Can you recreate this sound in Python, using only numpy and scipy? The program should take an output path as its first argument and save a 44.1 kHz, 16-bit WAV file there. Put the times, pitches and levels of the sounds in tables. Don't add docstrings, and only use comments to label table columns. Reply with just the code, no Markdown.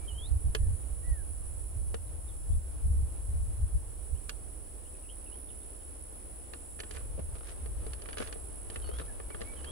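import sys
import numpy as np
from scipy import signal
from scipy.fft import rfft, irfft, next_fast_len
from scipy.io import wavfile
from scipy.ndimage import uniform_filter1d

SR = 44100
rng = np.random.default_rng(int(sys.argv[2]) if len(sys.argv) > 2 else 0)


def digitize_waveform(pressure):
    field = np.atleast_2d(pressure).T
    bounded = np.clip(field, -1, 1)
    quanta = np.round(bounded * 32767).astype(np.int16)
    wavfile.write(sys.argv[1], SR, quanta)


N = 428192
T = np.arange(N) / SR


# (share of cycle, pitch [Hz], relative level [dB])
STEADY_STROKE = [(0, 9590, -23), (.1, 9943, -2.5), (.25, 10300, -6), (.4, 10380, -6.5), (.52, 9790, -6.5),
                 (.66, 9180, -15), (.78, 9017, -24)]
# (share of cycle, pitch [Hz], relative level [dB])
VERSE_STROKE = [(0, 8720, 2.5), (.08, 8370, -2.5), (.22, 8045, -4), (.36, 7650, 0), (.52, 7080, -21)]
# (time [s], level [dB])
STEADY_LEVEL = [(0, -63), (1.4, -55), (2.3, -62), (4, -71), (5.2, -51), (6.3, -55.5), (7.4, -58.5),
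                (8.5, -52.5), (9.7, -56)]
# (start [s], level [dB], pitch factor)
VERSES = [(-.2, -70, 0.91), (.48, -70, 0.92), (1.25, -66.5, 0.97), (2.12, -66.5, 0.97), (2.95, -64.5, 0.99),
          (3.74, -62.5, 1.04), (4.62, -61, 1.03), (5.5, -66.5, 0.98), (6.32, -62, .99), (7.22, -61.5, 1.04),
          (8.16, -59.5, 1.034), (9.02, -62, 1.02)]
VERSE_PAUSE_S = 0.09
STEADY_ECHO_DB, VERSE_ECHO_DB = -1, -3

# (start [s], level [dB], change of level from start to end [dB])
UPSLURS = [(0.071, -50, -2.5), (8.812, -60.5, -1), (9.555, -61, 14)]
# (share of call, pitch [Hz], relative level [dB])
UPSLUR_SHAPE = [(0, 3100, -2), (.08, 3150, -0.5), (.16, 2950, -2), (.27, 2870, -11), (.35, 3060, -6),
                (.45, 3044, -8), (.52, 3200, 0.5), (.66, 3340, -2), (.8, 3650, -2), (1, 4570, -15)]
UPSLUR_S = 0.23
# (start [s], length [s], start pitch [Hz], end pitch [Hz], arch [Hz], crest [share of length], level [dB])
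NOTES = [(0, 0.071, 2280, 2310, 40, .5, -66.5), (0.571, 0.14, 1965, 1600, 35, 0.46, -72),
         (1.022, 0.22, 1734, 1510, 290, 0.29, -63.5), (8.836, 0.069, 4380, 4340, 57, .3, -60),
         (9.078, 0.041, 1790, 1614, 11, .5, -58), (9.295, 0.046, 2120, 2140, 190, .5, -58),
         (9.438, 0.11, 2150, 2230, 112, 0.62, -58.5)]
# (time [s], start pitch [Hz], end pitch [Hz], level [dB])
TWITTERS = [(2.07, 4000, 3700, -72), (2.28, 3770, 3340, -67), (2.51, 3230, 3650, -71),
            (4.15, 2770, 3240, -70.5), (4.85, 2750, 3200, -68), (4.925, 2720, 2470, -70),
            (5.03, 2850, 2550, -67), (5.085, 2810, 3250, -65), (5.263, 2740, 2610, -65.5),
            (5.318, 2840, 3250, -63), (5.485, 3700, 2600, -63.5), (5.558, 2930, 3150, -69),
            (5.605, 3400, 3620, -70), (5.795, 3150, 2980, -72)]
PITCH_WAVER = .006

# (frequency [Hz], density [dB per Hz])
BUFFET = [(3, -7), (15, -16), (40, -5), (68, 3.5), (100, -5.5), (135, -21.5), (180, -32.5), (300, -48.5),
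          (1000, -100)]
# (frequency [Hz], density [dB per Hz])
BREEZE = [(3, -50), (15, -10), (35, -1), (62, 3), (85, -7.5), (120, -16.5), (200, -36.5), (800, -91)]
# (time [s], level [dB])
BREEZE_LEVEL = [(0, -41.5), (1.5, -41), (2.2, -42.5), (3.5, -40), (4.7, -49), (6.7, -50.5), (7.3, -47),
                (9.7, -46)]
# (middle [s], length [s], level [dB])
GUSTS = [(.34, 0.09, -31), (.475, 0.065, -29), (.665, 0.15, -29), (.94, 0.044, -37.5), (1.11, 0.055, -29),
         (1.84, 0.19, -37.5), (2.54, 0.093, -28), (2.94, 0.2, -28.5), (3.4, 0.22, -34), (3.635, 0.079, -30),
         (3.755, 0.045, -29), (4.135, 0.04, -34), (7.18, 0.42, -42), (7.77, 0.33, -41), (8.9, 0.3, -43)]
# (time [s], left minus right [dB])
WIND_SIDE = [(0, -4.5), (1.8, -5.5), (2.1, 2.5), (3.8, 1), (4.1, -10.5), (5.2, -1), (9.7, 1.5)]

# (time [s], crack level [dB], brightness [dB per octave], knock level [dB])
SNAPS = [(0.5488, -23, 1.4, -32), (1.9429, -34, -1, -33.5), (4.2937, -27, 1.5, -45.5),
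         (6.535, -36, -3, -42), (6.791, -40.5, -4, -50), (6.8014, -31, 1, -42.5), (6.8345, -41.5, -2, -46),
         (6.9094, -37, 2, -46), (6.948, -46, 0, -49), (6.9684, -38, -6, -44.5), (7.354, -50, 2, -50),
         (7.659, -44, -5, -44), (7.8657, -44.5, 0, -44), (7.9328, -38, 1.5, -54), (8.019, -42.5, 2.5, -52),
         (8.0577, -41, -5, -48), (8.0871, -37, -3.5, -42), (8.1296, -36, -2, -48), (8.171, -34, -4, -40),
         (8.1822, -29.5, .5, -50), (8.2016, -35.5, -7, -34.5), (8.2227, -36, -7, -39.5),
         (8.273, -39, 2.5, -51), (8.3258, -34, -1.5, -47), (8.358, -54, -9, -43.5), (8.7, -37.5, 0.5, -46),
         (8.758, -33, -5.5, -41), (8.8906, -44, -3, -35.5), (8.9854, -37.5, 0, -46), (8.997, -37, -6, -41),
         (9.1998, -44, -11, -43.5), (9.303, -42, -8, -44), (9.3455, -38, -10, -43), (9.407, -41, -1, -41),
         (9.4156, -33.5, -4, -38.5), (9.6438, -37.5, -1.5, -48)]
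# (time [s], level [dB])
BUMPS = [(7.177, -41), (7.1912, -34.5), (8.2011, -32.5)]
# (frequency [Hz], level [dB], t60 [s])
KNOCK_MODES = [(222, -11, 0.054), (446, 1.5, 0.056), (588, -8, 0.026)]
# (frequency [Hz], level [dB], t60 [s])
SHELL_MODES = [(1182, -7.5, 0.071), (1450, -10, 0.08), (1735, 1, 0.035), (2455, -4.5, 0.025),
               (2720, -6, 0.057), (3004, -2, 0.041), (3324, -6, 0.051), (4000, -8, 0.033),
               (4440, -1.5, 0.03), (7070, -5, 0.012)]
# (frequency [Hz], density [dB per Hz])
CRACK = [(100, -25), (800, -10), (1300, 3), (1750, 5), (2250, 3), (3200, 0.5), (4500, -3), (6000, -5),
         (11500, -10.5), (15000, -26)]
# (frequency [Hz], density [dB per Hz])
BUMP = [(60, -8), (210, 4.5), (350, -3), (570, 4), (850, -14.5), (1400, -22), (3000, -28), (15000, -65)]
CRACK_T60_S = .03
SHELL_DETUNE, KNOCK_DETUNE = .015, .035
SETTLE_PER_S, SETTLE_DB, SETTLE_T60_S = 220, -20, .12
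TILT_FROM_HZ, TILT_PIVOT_HZ = 1000, 2500
EDGE_HZ = 15800

# (middle [s], length [s], level [dB])
GRIPS = [(6.97, 0.1, -57.5), (7.44, 0.19, -57), (7.95, 0.29, -63), (8.22, 0.27, -53.5), (8.88, 0.36, -54.5),
         (9.56, 0.33, -58)]
# (middle [s], length [s], level [dB])
SCUFFS = [(6.955, 0.078, -57), (7.49, 0.048, -54), (8.22, 0.056, -49.5)]
# (frequency [Hz], density [dB per Hz])
RUB = [(50, -27), (170, 4), (300, -4), (460, 9), (620, 1), (850, -9.5), (1250, 1.5), (2000, -19),
       (3000, -10), (5000, -25), (15000, -43)]
SLIP_T60_S, SLIP_ECHO_DB = .04, 2

# (frequency [Hz], density [dB per Hz])
AIR = [(80, -3), (180, -5), (300, 1), (480, -0.5), (750, -6), (1100, -11), (2000, -18.5), (3200, -20.5),
       (4500, -25.5), (6500, -30.5), (12000, -56)]
# (time [s], level [dB])
AIR_LEVEL = [(0, -59.5), (3, -60.5), (6, -59.5), (7.5, -58), (9.7, -56)]
# (time [s], share of unrelated noise [0-1])
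AIR_WIDTH = [(0, 0.43), (1.3, 0.64), (4.1, 0.7), (4.5, 0.04), (6.5, 0.02), (7.3, 0.92), (9.7, 0.6)]
# (frequency [Hz], density [dB per Hz])
HISS = [(1000, -15), (4800, -4.5), (5500, 3), (6400, -4.5), (12000, -3), (14000, 1), (15600, 2.5)]
# (frequency [Hz], density [dB per Hz])
CHORUS = [(5000, -74), (6500, -61), (7000, -19), (7400, -16.5), (7900, -11.5), (8800, -10.5), (9300, -8),
          (9700, -1), (10000, -1), (10120, 1.5), (10230, 0), (10340, 4), (10480, -4.5), (10700, -8),
          (11000, -31), (11600, -60)]
# (time [s], level [dB])
CHORUS_LEVEL = [(0, -50), (1.4, -50), (2.4, -51.5), (4.2, -50.5), (5.2, -53.5), (6.5, -51), (8.3, -51.5),
                (9.7, -51)]
# (frequency [Hz], correlation [-1 to 1])
PORT_LIKENESS = [(60, 0.2), (110, 0), (170, 0.5), (280, 1), (500, 0.67), (740, 0.61), (1100, 0.3),
                 (2500, 0)]


def gain_of(db):
    return 10 ** (np.asarray(db) / 20)


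def evened(x):
    return x / np.sqrt(np.mean(x ** 2) + 1e-20)


def read(points, hz):
    table_hz, value = np.transpose(points)
    return np.interp(np.log(hz + 1), np.log(table_hz + 1), value)


def follow(rows, t=T):
    knots, *columns = np.transpose(rows)
    return [np.interp(t, knots, column) for column in columns]


def add(mix, s, sound):
    part = mix[..., max(round(s * SR), 0):][..., :sound.shape[-1]]
    part += sound[..., :part.shape[-1]]


def placed(x, left_db):
    return x * gain_of(np.array([left_db, -left_db]).reshape(2, -1) / 2)


def drift(hz):
    count = int(2 * hz * T[-1]) + 4
    knots = signal.resample_poly(rng.standard_normal(count), up=4, down=1)
    return evened(np.interp(T, np.linspace(0, T[-1], len(knots)), knots))


def coloured(x, spectrum):
    size = next_fast_len(x.shape[-1], True)
    gain = gain_of(read(spectrum, np.fft.rfftfreq(size, 1 / SR)))
    return irfft(rfft(x, size) * gain, size)[..., :x.shape[-1]]


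def noise(spectrum, lag_s=0):
    hz = np.fft.rfftfreq(next_fast_len(N, True), 1 / SR)
    shared, private = rng.standard_normal((2, 2 * len(hz))).view(complex)
    same = np.clip(read(PORT_LIKENESS, hz), -1, 1)
    left = shared * np.exp(-2j * np.pi * hz * lag_s)
    right = same * shared + np.sqrt(1 - same ** 2) * private
    return evened(irfft(np.array([left, right]) * gain_of(read(spectrum, hz)))[:, :N])


def scattered(x, t60, wet_db, turn_s=0.6986):
    t = T[:SR // 3]
    tails = rng.standard_normal((3, 2, len(t))) * gain_of(-60 * t / t60)
    tails /= np.linalg.norm(tails, axis=2, keepdims=True)
    shares = np.cos(np.pi * (T / turn_s + np.arange(3)[:, None] / 3)) * np.sqrt(2 / 3)
    echoes = np.zeros((2, N))
    for share, tail in zip(shares, tails):
        echoes += signal.oaconvolve((x * share)[None], tail, axes=1)[:, :N]
    return (x + gain_of(wet_db) * echoes) / np.hypot(1, gain_of(wet_db))


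def swells(rows, squareness):
    power = np.zeros(N)
    for middle, length, level_db in rows:
        power += gain_of(level_db) ** 2 * np.exp(-abs(2 * (T - middle) / length) ** squareness)
    return np.sqrt(power)


def katydids(swell_s=0.2, last_verse_s=0.76):
    steady = wings(STEADY_STROKE, strokes_hz=69.06, wander=0.00403, rasp=.013, unevenness_db=1.46)
    steady *= gain_of(follow(STEADY_LEVEL)[0] + 0.5)
    effort, pitch = np.zeros(N), np.ones(N)
    ends = [row[0] - VERSE_PAUSE_S for row in VERSES[1:]] + [VERSES[-1][0] + last_verse_s]
    for (start, level_db, factor), end in zip(VERSES, ends):
        from_edge_s = np.minimum(T - start, end - T)
        effort += gain_of(level_db) * np.sqrt(np.clip(from_edge_s / swell_s, 0, 1))
        pitch[T > start] = factor
    verses = effort * wings(VERSE_STROKE, strokes_hz=55.23, wander=.007, rasp=0.0239,
                            unevenness_db=-0.5, pitch=pitch)
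    steady = placed(scattered(steady, t60=0.014, wet_db=STEADY_ECHO_DB), -1.2)
    return steady + placed(scattered(verses, t60=0.083, wet_db=VERSE_ECHO_DB), -1.7)


def wings(stroke, strokes_hz, wander, rasp, unevenness_db, pitch=1):
    cycle = np.cumsum(strokes_hz * (1 + wander * drift(8))) / SR % 1
    hz, level_db = follow(stroke, cycle)
    closing = cycle < stroke[-1][0]
    turns = np.cumsum(hz * pitch * (1 + rasp * drift(500))) / SR
    teeth = np.sin(2 * np.pi * turns)
    return evened(teeth * closing * gain_of(level_db + unevenness_db * drift(50)))


def birds(twitter_s=0.031, flutter_db=0.5, breakup_db=6):
    near, far = np.zeros((2, N))
    for s, *call in UPSLURS:
        add(near, s, upslur(*call))
    for s, *note in NOTES:
        add(near, s, slur(*note, ends_db=-6.5))
    for s, start_hz, end_hz, level_db in TWITTERS:
        add(far, s, slur(twitter_s, start_hz, end_hz, 0, .5, level_db, ends_db=0.5))
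    near = near * evened(gain_of(flutter_db * drift(60)))
    far = far * evened(gain_of(breakup_db * drift(170)))
    near = placed(scattered(near, t60=0.14, wet_db=-7.0), -7.0)
    return near + placed(scattered(far, t60=0.16, wet_db=-2), -2)


def upslur(level_db, swell_db):
    u = np.linspace(0, 1, round(UPSLUR_S * SR))
    hz, voice_db = follow(UPSLUR_SHAPE, u)
    return whistle(hz, level_db + voice_db + swell_db * u)


def slur(length, start_hz, end_hz, arch_hz, crest, level_db, ends_db):
    u = np.linspace(0, 1, round(length * SR))
    bend = np.log(.5) / np.log(np.clip(crest, .1, .9))
    hz = start_hz + (end_hz - start_hz) * u + arch_hz * np.sin(np.pi * u ** bend)
    return whistle(hz, level_db + ends_db * (2 * u - 1) ** 2)


def whistle(hz, level_db):
    turns = np.cumsum(hz * (1 + PITCH_WAVER * drift(60.2)[:len(hz)])) / SR
    tone = np.sqrt(2) * np.sin(2 * np.pi * turns)
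    return gain_of(level_db) * tone * signal.windows.tukey(len(hz), .15)


def wind(gust_db=-38, span_db=4, steadiness=0.48):
    breeze = gain_of(follow(BREEZE_LEVEL)[0])
    level_db = 20 * np.log10(np.hypot(breeze, swells(GUSTS, squareness=4.0)))
    gust = 1 / (1.0 + np.exp((gust_db - level_db) / span_db))
    eddies = np.sqrt(gust) * noise(BUFFET) + np.sqrt(1 - gust) * noise(BREEZE)
    power = uniform_filter1d(eddies ** 2, size=3000, axis=1)
    steadied = evened(eddies / power ** (steadiness / 2))
    return placed(steadied, follow(WIND_SIDE)[0]) * gain_of(level_db + 3.0)


def snaps(bump_t60=0.089, rise_s=0.00045):
    out, t = np.zeros((2, N)), T[:SR // 8]
    onset = 1 - np.exp(-t / rise_s)
    for s, crack_db, brightness, knock_db in SNAPS:
        tilt = [(hz, brightness * np.log2(hz / TILT_PIVOT_HZ)) for hz in (TILT_FROM_HZ, EDGE_HZ)]
        crack = gain_of(-5.0) * burst(CRACK, CRACK_T60_S, t)
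        shell = crack + gain_of(-10.0) * ring(SHELL_MODES, t, SHELL_DETUNE, lead_turns=0.27)
        shell = onset * coloured(shell, tilt) * (t < t[-1] / 2)
        shell = signal.fftconvolve(shell, settling(t)[None], axes=1)[:, :len(t)]
        hollow = gain_of(4.5) * ring(KNOCK_MODES, t, KNOCK_DETUNE, lead_turns=.37)
        knock = onset * (hollow + gain_of(-7.5) * burst(BUMP, bump_t60, t))
        add(out, s, gain_of(crack_db) * placed(shell, -3.5) + gain_of(knock_db) * placed(knock, 3.1))
    for s, level_db in BUMPS:
        add(out, s, onset * gain_of(level_db) * burst(BUMP, bump_t60, t))
    return out


def ring(modes, t, detune, lead_turns, port_turns=0.059, uneven_db=2):
    hz, level_db, t60 = np.transpose(modes)[:, :, None]
    lead = np.array([lead_turns, 0])[:, None, None]
    lead = lead + port_turns * rng.standard_normal((2, *hz.shape))
    turns = hz * (1 + detune * rng.standard_normal(hz.shape)) * t + lead
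    level_db = level_db + uneven_db * rng.standard_normal(hz.shape)
    return (gain_of(level_db - 60 * t / t60) * np.sin(2 * np.pi * turns)).sum(1)


def burst(spectrum, t60, t):
    puff = evened(coloured(rng.standard_normal((2, len(t))), spectrum))
    return puff * gain_of(-60 * t / t60)


def settling(t):
    slips = (rng.random(len(t)) < SETTLE_PER_S / SR) * rng.standard_normal(len(t))
    return (t == 0) + slips * gain_of(SETTLE_DB - 60 * t / SETTLE_T60_S)


def fingers(slips_per_s=130, catches_per_s=70):
    chance = np.array([[slips_per_s], [catches_per_s]]) / SR
    slips, catches = (rng.random((2, N)) < chance) * rng.standard_normal((2, N))
    rub = evened(coloured(scattered(slips, SLIP_T60_S, SLIP_ECHO_DB), RUB))
    crackle = evened(coloured(scattered(np.tanh(catches), SLIP_T60_S, SLIP_ECHO_DB), CRACK))
    grip = (rub + gain_of(-10.5) * placed(crackle, -6)) * swells(GRIPS, squareness=15.0)
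    scuff = noise(CRACK) * evened(gain_of(3.0 * drift(150))) * swells(SCUFFS, squareness=2.1)
    return grip + placed(scuff, -3.0)


def marsh():
    width = np.clip(follow(AIR_WIDTH)[0], 0, 1)
    unrelated = evened(coloured(rng.standard_normal((2, N)), AIR))
    air = np.sqrt(1 - width) * noise(AIR, lag_s=0.00038) + np.sqrt(width) * unrelated
    air = air * gain_of(follow(AIR_LEVEL)[0] + 4.0 + 0.81 * drift(6.5))
    hiss = noise(HISS) * gain_of(-64.0)
    chorus = noise(CHORUS) * gain_of(follow(CHORUS_LEVEL)[0] + 0.6 + 0.77 * drift(8))
    return placed(air, -1.55) + hiss + placed(chorus, -1.9)


def scene():
    return katydids() + birds() + wind() + snaps() + fingers() + marsh()


def record(dry):
    lowpass = signal.firwin(511, EDGE_HZ, window=("kaiser", 9), fs=SR)
    return signal.oaconvolve(dry, lowpass[None], "same")


dry = scene()
out = record(dry)
digitize_waveform(out)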